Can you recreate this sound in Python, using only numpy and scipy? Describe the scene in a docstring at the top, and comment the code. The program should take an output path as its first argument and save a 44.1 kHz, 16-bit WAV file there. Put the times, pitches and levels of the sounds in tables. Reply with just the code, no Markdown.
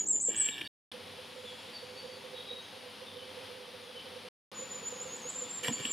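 """Firecrest in leafy trees, with camera noises

Three short stretches, silence between. A firecrest's thin whistles near 7 kHz scatter in the foliage;
other birds call far off over a steady outdoor hush. A hand-held camera adds its own sounds:
fingers bump and scuff the casing, the zoom motor whirrs, the lens mechanism knocks softly."""
import sys
import numpy as np
from scipy import signal
from scipy.fft import rfft, irfft
from scipy.io import wavfile

SR = 44100
rng = np.random.default_rng(int(sys.argv[2]) if len(sys.argv) > 2 else 0)


def master(y):
    """Save y as 16-bit WAV."""
    cut = np.clip(np.atleast_2d(y).T, -1, 1)
    pcm = np.round(cut * 32767)  # scale
    wavfile.write(sys.argv[1], SR, pcm.astype(np.int16))


N = 261072
TIME = np.arange(N) / SR
FREQS = np.maximum(np.fft.rfftfreq(N, 1 / SR), 1)

# audible stretches: start/s, end/s
STRETCHES = [(0, .676), (.916, 4.287), (4.516, 5.93)]


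def from_db(db):
    """Decibels to gain."""
    return 10 ** (np.asarray(db) / 20)


def unit_rms(x):
    """Scale to unit power."""
    return x / np.sqrt(np.mean(x ** 2) + 1e-20)


def pan(db):
    """Channel gains for left minus right level."""
    return from_db(np.array([[db], [-db]]) / 2)


def over_freqs(points):
    """Interpolate (f/Hz, value) rows on a log axis."""
    hz, value = np.transpose(points)
    return np.interp(np.log(FREQS), np.log(np.sort(hz)), value)


def drift(corner_hz):
    """Low-passed noise, unit RMS."""
    return unit_rms(irfft(rfft(rng.standard_normal(N)) / (1 + (FREQS / corner_hz) ** 4), N))


def resonate(x, hz, width_hz):
    """Two-pole resonance, unit peak gain."""
    r = np.exp(-np.pi * width_hz / SR)
    poles = [1, -2 * r * np.cos(2 * np.pi * hz / SR), r * r]
    return signal.lfilter(np.array([1, 0, -1]) * (1 - r * r) / 2, poles, x + 1e-18)


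def band(x, hz, width_hz):
    """Two equal resonances in series."""
    return resonate(resonate(x, hz, width_hz), hz, width_hz)


def band_noise(hz, width_hz):
    """Narrowband noise, unit RMS."""
    return unit_rms(band(rng.standard_normal(N), hz, width_hz))


def thud(start_s, hz, decay_s):
    """Softly pushed mode: swells to 1 in one decay time, then dies."""
    out, start = np.zeros(N), int(start_s * SR)
    t = TIME[:min(SR // 5, N - start)]
    out[start:start + len(t)] = t / decay_s * np.exp(1 - t / decay_s) * np.sin(2 * np.pi * hz * t)
    return out


def hush(spectrum, sway_db):
    """Far trees and microphone hiss; channels most alike in the bass and near 3 kHz."""
    # f/Hz, left-right correlation
    correlation = [(60, .93), (150, 0.94), (300, 0.9), (700, 0.44), (1400, 0.77), (3100, 0.99),
                   (7000, 0.81), (10000, 0.66), (15000, .65)]
    # f/Hz, left minus right/dB
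    balance = [(60, 0.5), (200, 0), (400, 3.5), (700, -1.5), (1300, 4), (4400, 1), (8000, -1), (15000, -6)]
    mid, side = rfft(rng.standard_normal((2, N)))
    alike = np.clip(over_freqs(correlation), 0, .999)
    stereo = mid + np.sqrt((1 - alike) / (1 + alike)) * side * [[1], [-1]]
    colour = from_db(over_freqs(spectrum) + over_freqs(balance) / 2 * [[1], [-1]])
    return np.sqrt(SR / 2) * irfft(stereo * colour, N) * from_db(sway_db * drift(3.2))


def syllable_note(start_s, length_s, hz, db, syllable):
    """Contour of one firecrest syllable: t/s, f/Hz, level/dB."""
    # per syllable: share of length, pitch offset/Hz, level offset/dB
    shapes = {"falling": [(0, -1200, -14), (.05, -400, -10.5), (.11, 521, -7), (.2, 558, -4.5),
              (.35, 492, -3.5), (.47, 451, 1), (.54, 20, -2.5), (.62, -39.5, -3.5), (.75, 229.5, -1),
              (.85, -11.5, -1), (.95, -11.5, 2), (1, 21, -0.5)], "wavy": [(0, -1150, -22), (.08, 427, -7.5),
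              (.25, 50, -2), (.36, 188, -7), (.53, 305, 1.5), (.68, 118, -6), (.82, -44, 2.5),
              (1, 25, -13)], "hooked": [(0, -1150, -6), (.07, 222, -1), (.2, 220, -4.5), (.42, 388, 3),
              (.62, 412, -9), (.75, -540, -5), (.86, -150, 8.5), (1, 0, 4)], "arched": [(0, -1200, -14),
              (.09, -28, -17), (.25, 70, -5.5), (.45, 227, -1), (.63, 402, -6), (.71, -190, -2),
              (.86, -61, 5), (1, 40, 7)]}
    return np.array(shapes[syllable]) * [length_s, 1, 1] + [start_s, hz, db]


def firecrest(song, waver_hz, tremor_hz, flutter_db, buzz_hz, octave_db):
    """Near-pure whistle with a fast, uneven tremor; an optional buzz early in each note."""
    buzz_at_s, buzz_width_s, buzz_rate_hz, edge_s = .022, .013, 270, .0013
    out, flutter = np.zeros(N), from_db(flutter_db * drift(120))
    shake_hz = waver_hz * drift(160) + tremor_hz * band_noise(hz=240, width_hz=150)
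    rasp = np.sin(2 * np.pi * np.cumsum(buzz_rate_hz * (1 + .3 * drift(200))) / SR)
    for note in song:
        s, hz, db = np.transpose(note)
        s = np.sort(s)
        on = (TIME >= s[0]) & (TIME <= s[-1])
        t = TIME[on]
        age = t - s[0]
        buzz = buzz_hz * np.exp(-((age - buzz_at_s) / buzz_width_s) ** 2) * rasp[on]
        phase = 2 * np.pi * np.cumsum(np.interp(t, s, hz) + shake_hz[on] + buzz) / SR
        tone = np.sin(phase) + from_db(octave_db) * np.sin(2 * phase)
        edges = np.clip(np.minimum(age, s[-1] - t) / edge_s, 0, 1)
        out[on] += edges * from_db(np.interp(t, s, db)) * tone
    return np.sqrt(2) * out * flutter


def foliage(x, wet_db, t60_s, spread):
    """Direct sound plus dense echoes off leaves and trunks, nearly alike in both channels."""
    t = TIME[:SR]
    mid, side = rng.standard_normal((2, SR)) * from_db(-60 * t / t60_s) * (1 - np.exp(-t / .004))
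    echoes = (mid + spread * side * [[1], [-1]]) / np.sqrt(np.sum(mid ** 2))
    return x + from_db(wet_db) * signal.fftconvolve(echoes, x[None], axes=1)[:, :N]


def casing(force, damping):
    """Camera body modes, alternating in sign; a second, wider filter keeps the valleys deep."""
    # f/Hz, width/Hz, level/dB
    modes = [(315, 99, 0.5), (958, 180, -19.5), (1740, 130, .5), (2327, 50, 5.5), (2833, 170, 2.5),
             (3330, 230, 0), (4270, 180, -9), (4870, 100, -7), (5520, 100, -4.5), (9900, 2800, -15)]
    return sum((-1) ** k * from_db(db) * resonate(resonate(force, hz, damping * width), hz, 4 * width)
               for k, (hz, width, db) in enumerate(modes))


def handling(crack_hz, finger_pan_db, grip_hz):
    """Gritty clicks and scuffs ring the casing; soft fingers rub and thump it."""
    # zoom lever and gear clicks: t/s, ring peak/dB, f/Hz
    clicks = [(0.459, -41, 3500), (0.4864, -28, 2600), (0.4883, -27, 3000), (.581, -32, 2780),
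              (0.611, -32, 3250), (0.6141, -28.5, 2384), (.919, -33, 3380), (5.6364, -35, 2930),
              (5.6455, -29.5, 2780), (5.6478, -37, 1870), (5.658, -42, 1990), (5.681, -35, 1900),
              (5.6837, -36, 2900), (5.724, -35.5, 2780), (5.8513, -25.5, 2770), (5.8539, -28.5, 3180)]
    # finger scuffs: t/s, grit/dB, decay/s, crack/dB
    scuffs = [(.005, -50, 0.024, -71), (.157, -56, 0.03, -80), (5.63, -39.5, 0.008, -64.5),
              (5.637, -35, 0.005, -76), (5.6455, -33, 0.0024, -61), (5.652, -37.5, 0.025, -76),
              (5.67, -38.5, 0.013, -82), (5.681, -30, 0.0027, -35), (5.696, -44, 0.0076, -80),
              (5.798, -41, 0.0087, -80)]
    # hand rubbing: t/s, level/dB
    grip_levels = [(0, -58.5), (.15, -51), (.25, -63.5), (.3, -45), (.43, -69.5), (.52, -76.5), (.68, -63)]
    # finger bumps: t/s, level/dB, centre/Hz, spread/octaves
    bumps = [(.283, -33.5, 470, 0.41), (.485, -39, 363, 0.37), (5.631, -47, 500, .3),
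             (5.645, -32.5, 1850, 0.36), (5.656, -35, 506, 0.36), (5.681, -36, 500, 4.6),
             (5.694, -38, 670, 0.88), (5.707, -32.5, 245, 0.34), (5.72, -45, 245, 0.29),
             (5.798, -46.5, 232, 2.3), (5.85, -38, 320, 0.5)]
    click_decay_s, finger_damping = .0036, 1.8
    force, snap = np.zeros((2, N))
    contacts = [(s, db - 10, click_decay_s, db - 60) for s, db, _ in clicks] + list(scuffs)
    for s, grit_db, decay_s, crack_db in contacts:
        fade = (TIME >= s) * np.exp(-np.clip((TIME - s) / decay_s, 0, 20))
        force += from_db(grit_db) * fade
        snap += from_db(crack_db) * fade ** 2
    rings = sum(from_db(db) * thud(s, hz, decay_s=.00088) for s, db, hz in clicks)
    grit = rng.standard_normal(N) + .56 * rng.standard_normal((2, N))
    scrape = casing(force * grit, finger_damping) / np.std(casing(grit[0], finger_damping))
    skin = from_db(-13.5) * force * unit_rms(band(grit, hz=1305, width_hz=2000))
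    crack = 3 * band(snap * grit, crack_hz, width_hz=5000)
    thumps = sum(finger_bump(*row) for row in bumps)
    thumps = signal.sosfilt(signal.butter(4, 85, "high", fs=SR, output="sos"), thumps)
    grip_gain = from_db(np.interp(TIME, *np.transpose(grip_levels))) * (TIME < STRETCHES[0][1])
    grip = grip_gain * unit_rms(band(grit, grip_hz, width_hz=300))
    return scrape + skin + rings + crack + (thumps + grip) * pan(finger_pan_db)


def zoom_motor(run, uneven_db, rub, spread, soft_hz, gear_hz, gear_db, whine_hz, whine_db, rub_pulse):
    """Each turn ticks the casing; the gears rub hardest just after it and whine in one mode."""
    play_turns, tooth_detune = .07, .089
    s, rates, db = np.transpose(run)
    s = np.sort(s)
    rate_hz = np.interp(TIME, s, rates)
    gain = from_db(np.interp(TIME, s, db)) * (TIME >= s[0]) * (TIME <= s[-1])
    turns = np.cumsum(rate_hz * (1 + .008 * drift(55)) * (TIME >= s[0])) / SR
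    turns = np.maximum.accumulate(turns + play_turns * drift(70) * (turns > 0))
    ticks = np.diff(np.floor(turns), prepend=0) * np.sqrt(SR / rate_hz)
    ticks *= from_db(uneven_db * np.tanh(drift(90)))
    ticks = signal.sosfilt(signal.butter(3, soft_hz, fs=SR, output="sos"), ticks)
    tooth = rng.integers(-1, 2, N)   # each tick rings near the gear's pitch in its own colour
    teeth = sum(resonate(ticks * (tooth == k), gear_hz * (1 + k * tooth_detune), 900)
                for k in (-1, 0, 1))
    friction = rub * rng.standard_normal(N) + spread * rng.standard_normal(N) * [[1], [-1]]
    friction *= 1 + rub_pulse * np.cos(2 * np.pi * turns - 1)
    rattle = casing(.5 * ticks + from_db(gear_db) * teeth + friction, damping=1.03)
    whine = from_db(whine_db) * band_noise(whine_hz, width_hz=220)
    return gain * (rattle / np.std(rattle[:, turns > 0]) + whine)


def finger_bump(start_s, db, centre_hz, spread_oct):
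    """A finger pushes the camera's low modes, most those near centre_hz."""
    # f/Hz, level/dB, decay/s
    modes = [(145, 3, 0.0056), (247, 2, 0.0052), (484, -1, 0.0044), (725, -6, 0.0048), (988, 3, 0.00204),
             (1880, -3, 0.005)]
    return sum(from_db(db + mode_db) * np.exp(-.5 * (np.log2(hz / centre_hz) / spread_oct) ** 2)
               * thud(start_s, hz, decay_s) for hz, mode_db, decay_s in modes)


def bird_calls(calls, waver_hz):
    """Gliding whistles that swell and fade; a wide waver makes thin trills."""
    out, waver = np.zeros(N), drift(240)
    for s, length_s, start_hz, end_hz, db in calls:
        on = (TIME >= s) & (TIME < s + length_s)
        part = (TIME[on] - s) / length_s
        hz = start_hz + (end_hz - start_hz) * part + waver_hz * waver[on]
        swell = np.sqrt(np.abs(np.sin(np.pi * part)))
        out[on] += from_db(db) * swell * np.sin(2 * np.pi * np.cumsum(hz) / SR)
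    return out


def distant_birds():
    """Far whistles, faint contact calls and trills, scattered by the trees."""
    # all three: t/s, length/s, start/Hz, end/Hz, level/dB
    whistles = [(.513, 0.036, 3890, 3260, -42), (.646, 0.017, 4540, 4630, -47.5),
                (.661, 0.025, 3790, 3500, -43.5), (1.45, 0.071, 3580, 3250, -46),
                (1.729, 0.06, 4730, 4400, -46), (1.95, 0.071, 4480, 4635, -50.5),
                (2.07, 0.11, 4630, 4490, -57.5), (2.34, 0.067, 3870, 3714, -47.5),
                (2.354, 0.079, 3410, 3290, -49), (2.47, 0.079, 3808, 3804, -42.5),
                (3.065, 0.031, 3630, 3580, -49), (3.092, 0.06, 3360, 3370, -51.5),
                (3.158, 0.095, 3110, 2980, -53), (3.875, 0.055, 3400, 3290, -54),
                (3.948, 0.059, 3110, 2995, -48.5), (5.44, 0.035, 3510, 3410, -49.5),
                (5.715, 0.081, 4550, 4580, -53.5)]
    contact_calls = [(2.62, 0.017, 6330, 6520, -57.5), (3.829, 0.016, 6640, 6680, -66)]
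    trills = [(1.23, 0.5, 7040, 7310, -68.5), (1.7, 0.64, 6750, 6750, -71)]
    calls = bird_calls([*whistles, *contact_calls], waver_hz=42) + bird_calls(trills, waver_hz=348)
    return foliage(calls, wet_db=.5, t60_s=.75, spread=.098)


def lens(hz, decay_s, chatter_db, chatter_per_s, width_hz, lower_hz, lower_db):
    """The lens mechanism keeps adjusting: clear knocks on one mode, small nudges on two."""
    # t/s, peak/dB
    clear_knocks = [(.938, -43), (.991, -50), (1.065, -48.5), (1.183, -44.5), (1.379, -47), (1.44, -45),
                    (1.507, -48.5), (1.638, -48), (1.683, -51), (1.825, -41.5), (1.957, -45),
                    (2.038, -40.5), (2.113, -51), (2.166, -41), (2.236, -44.5), (2.272, -60),
                    (2.333, -44.5), (2.426, -57), (2.505, -41.5), (2.545, -45.5), (2.726, -48),
                    (2.76, -48.5), (2.856, -49), (3.015, -46.5), (3.158, -44.5), (3.215, -47), (3.277, -56),
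                    (3.368, -44.5), (3.4, -50), (3.432, -46), (3.496, -47), (3.558, -49.5), (3.676, -46.5),
                    (3.736, -47), (3.868, -46), (3.96, -45.5), (4.055, -43), (4.101, -52.5), (4.159, -42.5),
                    (4.247, -46), (4.521, -48.5), (4.585, -49), (4.617, -42), (4.75, -48.5), (4.821, -43),
                    (4.923, -41.5), (4.957, -44), (5.003, -46), (5.053, -41), (5.125, -43.5), (5.179, -58),
                    (5.25, -41), (5.355, -48.5), (5.415, -40), (5.456, -47.5)]
    # chatter in stretches two and three: t/s, level/dB
    effort = [
        [(0.93, -56), (1.73, -56), (1.79, -62), (1.87, -50.5), (2.1, -51.5), (2.55, -52.5), (2.65, -60),
         (3.42, -52), (3.6, -55), (4.28, -55)],
        [(4.52, -55), (5.45, -56.5), (5.55, -63), (5.6, -54)],
    ]
    knocks = sum(from_db(db) * thud(s, hz * (1 + .022 * rng.standard_normal()), decay_s)
                 for s, db in clear_knocks)
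    nudges = (rng.random(N) < chatter_per_s / SR) * rng.choice([-1, 1], N)
    main, lower = (unit_rms(band(nudges, f, width_hz)) for f in (hz, lower_hz))
    gain = from_db(chatter_db + np.interp(TIME, *np.vstack(effort).T)) * (TIME > STRETCHES[1][0])
    return knocks + gain * (main + from_db(lower_db) * lower)


def opening_note(start_s, length_s, start_hz, end_hz, flick_hz, db, peak_share):
    """Contour of a firecrest note that slopes, swells and may end in an upward flick: t/s, f/Hz, level/dB."""
    swell_db, fade_db, flick_s, hold_s = 16.5, 10.5, .0063, .0043
    part = np.linspace(0, 1, num=60)
    to_top_s = np.maximum((1 - part) * length_s - hold_s, 0)
    hz = start_hz + (end_hz - start_hz) * part ** .77 + flick_hz * np.exp(-to_top_s / flick_s)
    envelope_db = np.interp(part, [0, peak_share, 1], [-swell_db, 0, -fade_db])
    return np.transpose([start_s + length_s * part, hz, db + envelope_db])


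def scene():
    """Birds and camera sounds over a different hush in each stretch."""
    # close, rising climax; farther song after its opening: t/s, length/s, f/Hz, level/dB, syllable
    near_notes = [(-.09, 0.11, 6870, -28.5, "falling"), (.062, 0.11, 7083, -29.5, "falling"),
                  (0.2, .105, 7280, -30, "falling"), (0.356, 0.11, 7486, -29, "falling")]
    far_notes = [(5.342, 0.1, 7060, -38.5, "wavy"), (5.485, 0.12, 7215, -40, "wavy"),
                 (5.632, .119, 7230, -40.5, "hooked"), (5.798, 0.14, 7370, -38.5, "arched")]
    # farther song's opening: t/s, length/s, start/Hz, end/Hz, flick/Hz, level/dB, peak at share of length
    opening = [(4.541, 0.12, 6970, 7030, 0, -41.5, 0.41), (4.688, 0.12, 7030, 6990, 0, -41, 0.26),
               (4.826, 0.071, 6880, 7000, 268, -36.5, 0.82), (4.939, 0.1, 6540, 7040, 580, -39.5, 0.84),
               (5.074, .098, 6370, 7010, 780, -41, 0.65), (5.216, 0.092, 6300, 7030, 787, -37.5, 0.95)]
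    # two motor runs: t/s, turn rate/Hz, level/dB
    zoom_runs = [
        [(.275, 98, -59), (.3, 94, -50.5), (.333, 102, -46.5), (.347, 106, -43), (.36, 120, -45.5),
         (.44, 128, -43), (.46, 148, -41.5), (.53, 147, -47), (.59, 120, -45), (.68, 139, -47.5)],
        [(5.698, 76, -53), (5.747, 66, -52), (5.777, 76, -49), (5.8, 120, -46), (5.83, 120, -47),
         (5.87, 145, -41.5), (5.93, 140, -49)],
    ]
    # hush spectra: f/Hz, density/(dB per Hz)
    grove = [(28, -112), (50, -99), (100, -84.5), (250, -82.5), (600, -92), (1000, -89), (1400, -99.5),
             (2500, -101.5), (3200, -100.5), (4500, -104), (10000, -111), (15000, -118)]
    branch = [(28, -115), (48, -104), (64, -102), (80, -93), (96, -77.5), (120, -90.5), (160, -87),
              (230, -80.5), (330, -89.5), (900, -85.5), (1400, -90), (2200, -88.5), (3300, -84),
              (5000, -91.5), (7700, -109), (9500, -97), (15000, -116)]
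    wood = [(28, -114), (50, -103), (92, -84.5), (125, -85), (220, -78), (350, -84), (650, -86.5),
            (1000, -82.5), (1600, -88), (2300, -87), (3300, -85), (5000, -90.5), (7900, -108), (9500, -97),
            (15000, -115)]
    near_song = [syllable_note(*row) for row in near_notes]
    far_song = [opening_note(*row) for row in opening] + [syllable_note(*row) for row in far_notes]
    near = firecrest(near_song, waver_hz=35, tremor_hz=35.2, flutter_db=3, buzz_hz=340.5,
                     octave_db=-47.5)
    near = foliage(near, wet_db=-5.5, t60_s=.27, spread=.089)
    far = firecrest(far_song, waver_hz=30, tremor_hz=39.5, flutter_db=1.5, buzz_hz=0, octave_db=-35)
    far = foliage(far, wet_db=-5.5, t60_s=.56, spread=.26)
    birds = near + far + distant_birds()
    knocks = pan(-8) * lens(hz=502.4, decay_s=.0083, chatter_db=-2, chatter_per_s=180, width_hz=42.6,
                            lower_hz=404, lower_db=-7)
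    first_zoom = zoom_motor(zoom_runs[0], uneven_db=1.5, rub=.57, spread=.27, soft_hz=3900,
                            gear_hz=2930, gear_db=-3, whine_hz=1715, whine_db=-10, rub_pulse=.34)
    last_zoom = zoom_motor(zoom_runs[1], uneven_db=1, rub=1, spread=.61, soft_hz=4200,
                           gear_hz=3260, gear_db=3, whine_hz=1030, whine_db=-18, rub_pulse=.48)
    fingers = handling(crack_hz=11480, finger_pan_db=-3, grip_hz=270.4)
    sources = birds + knocks + first_zoom + last_zoom + fingers
    airs = hush(grove, sway_db=2.5), hush(branch, sway_db=.52), hush(wood, sway_db=-.1)
    return sum((sources + air) * ((TIME >= start) & (TIME < end))
               for air, (start, end) in zip(airs, STRETCHES))


def record(dry):
    """Steep low-pass."""
    cutoff_hz = 15600
    return signal.sosfilt(signal.ellip(10, .1, 90, cutoff_hz, fs=SR, output="sos"), dry + 1e-18)


dry = scene()
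out = record(dry)
master(out)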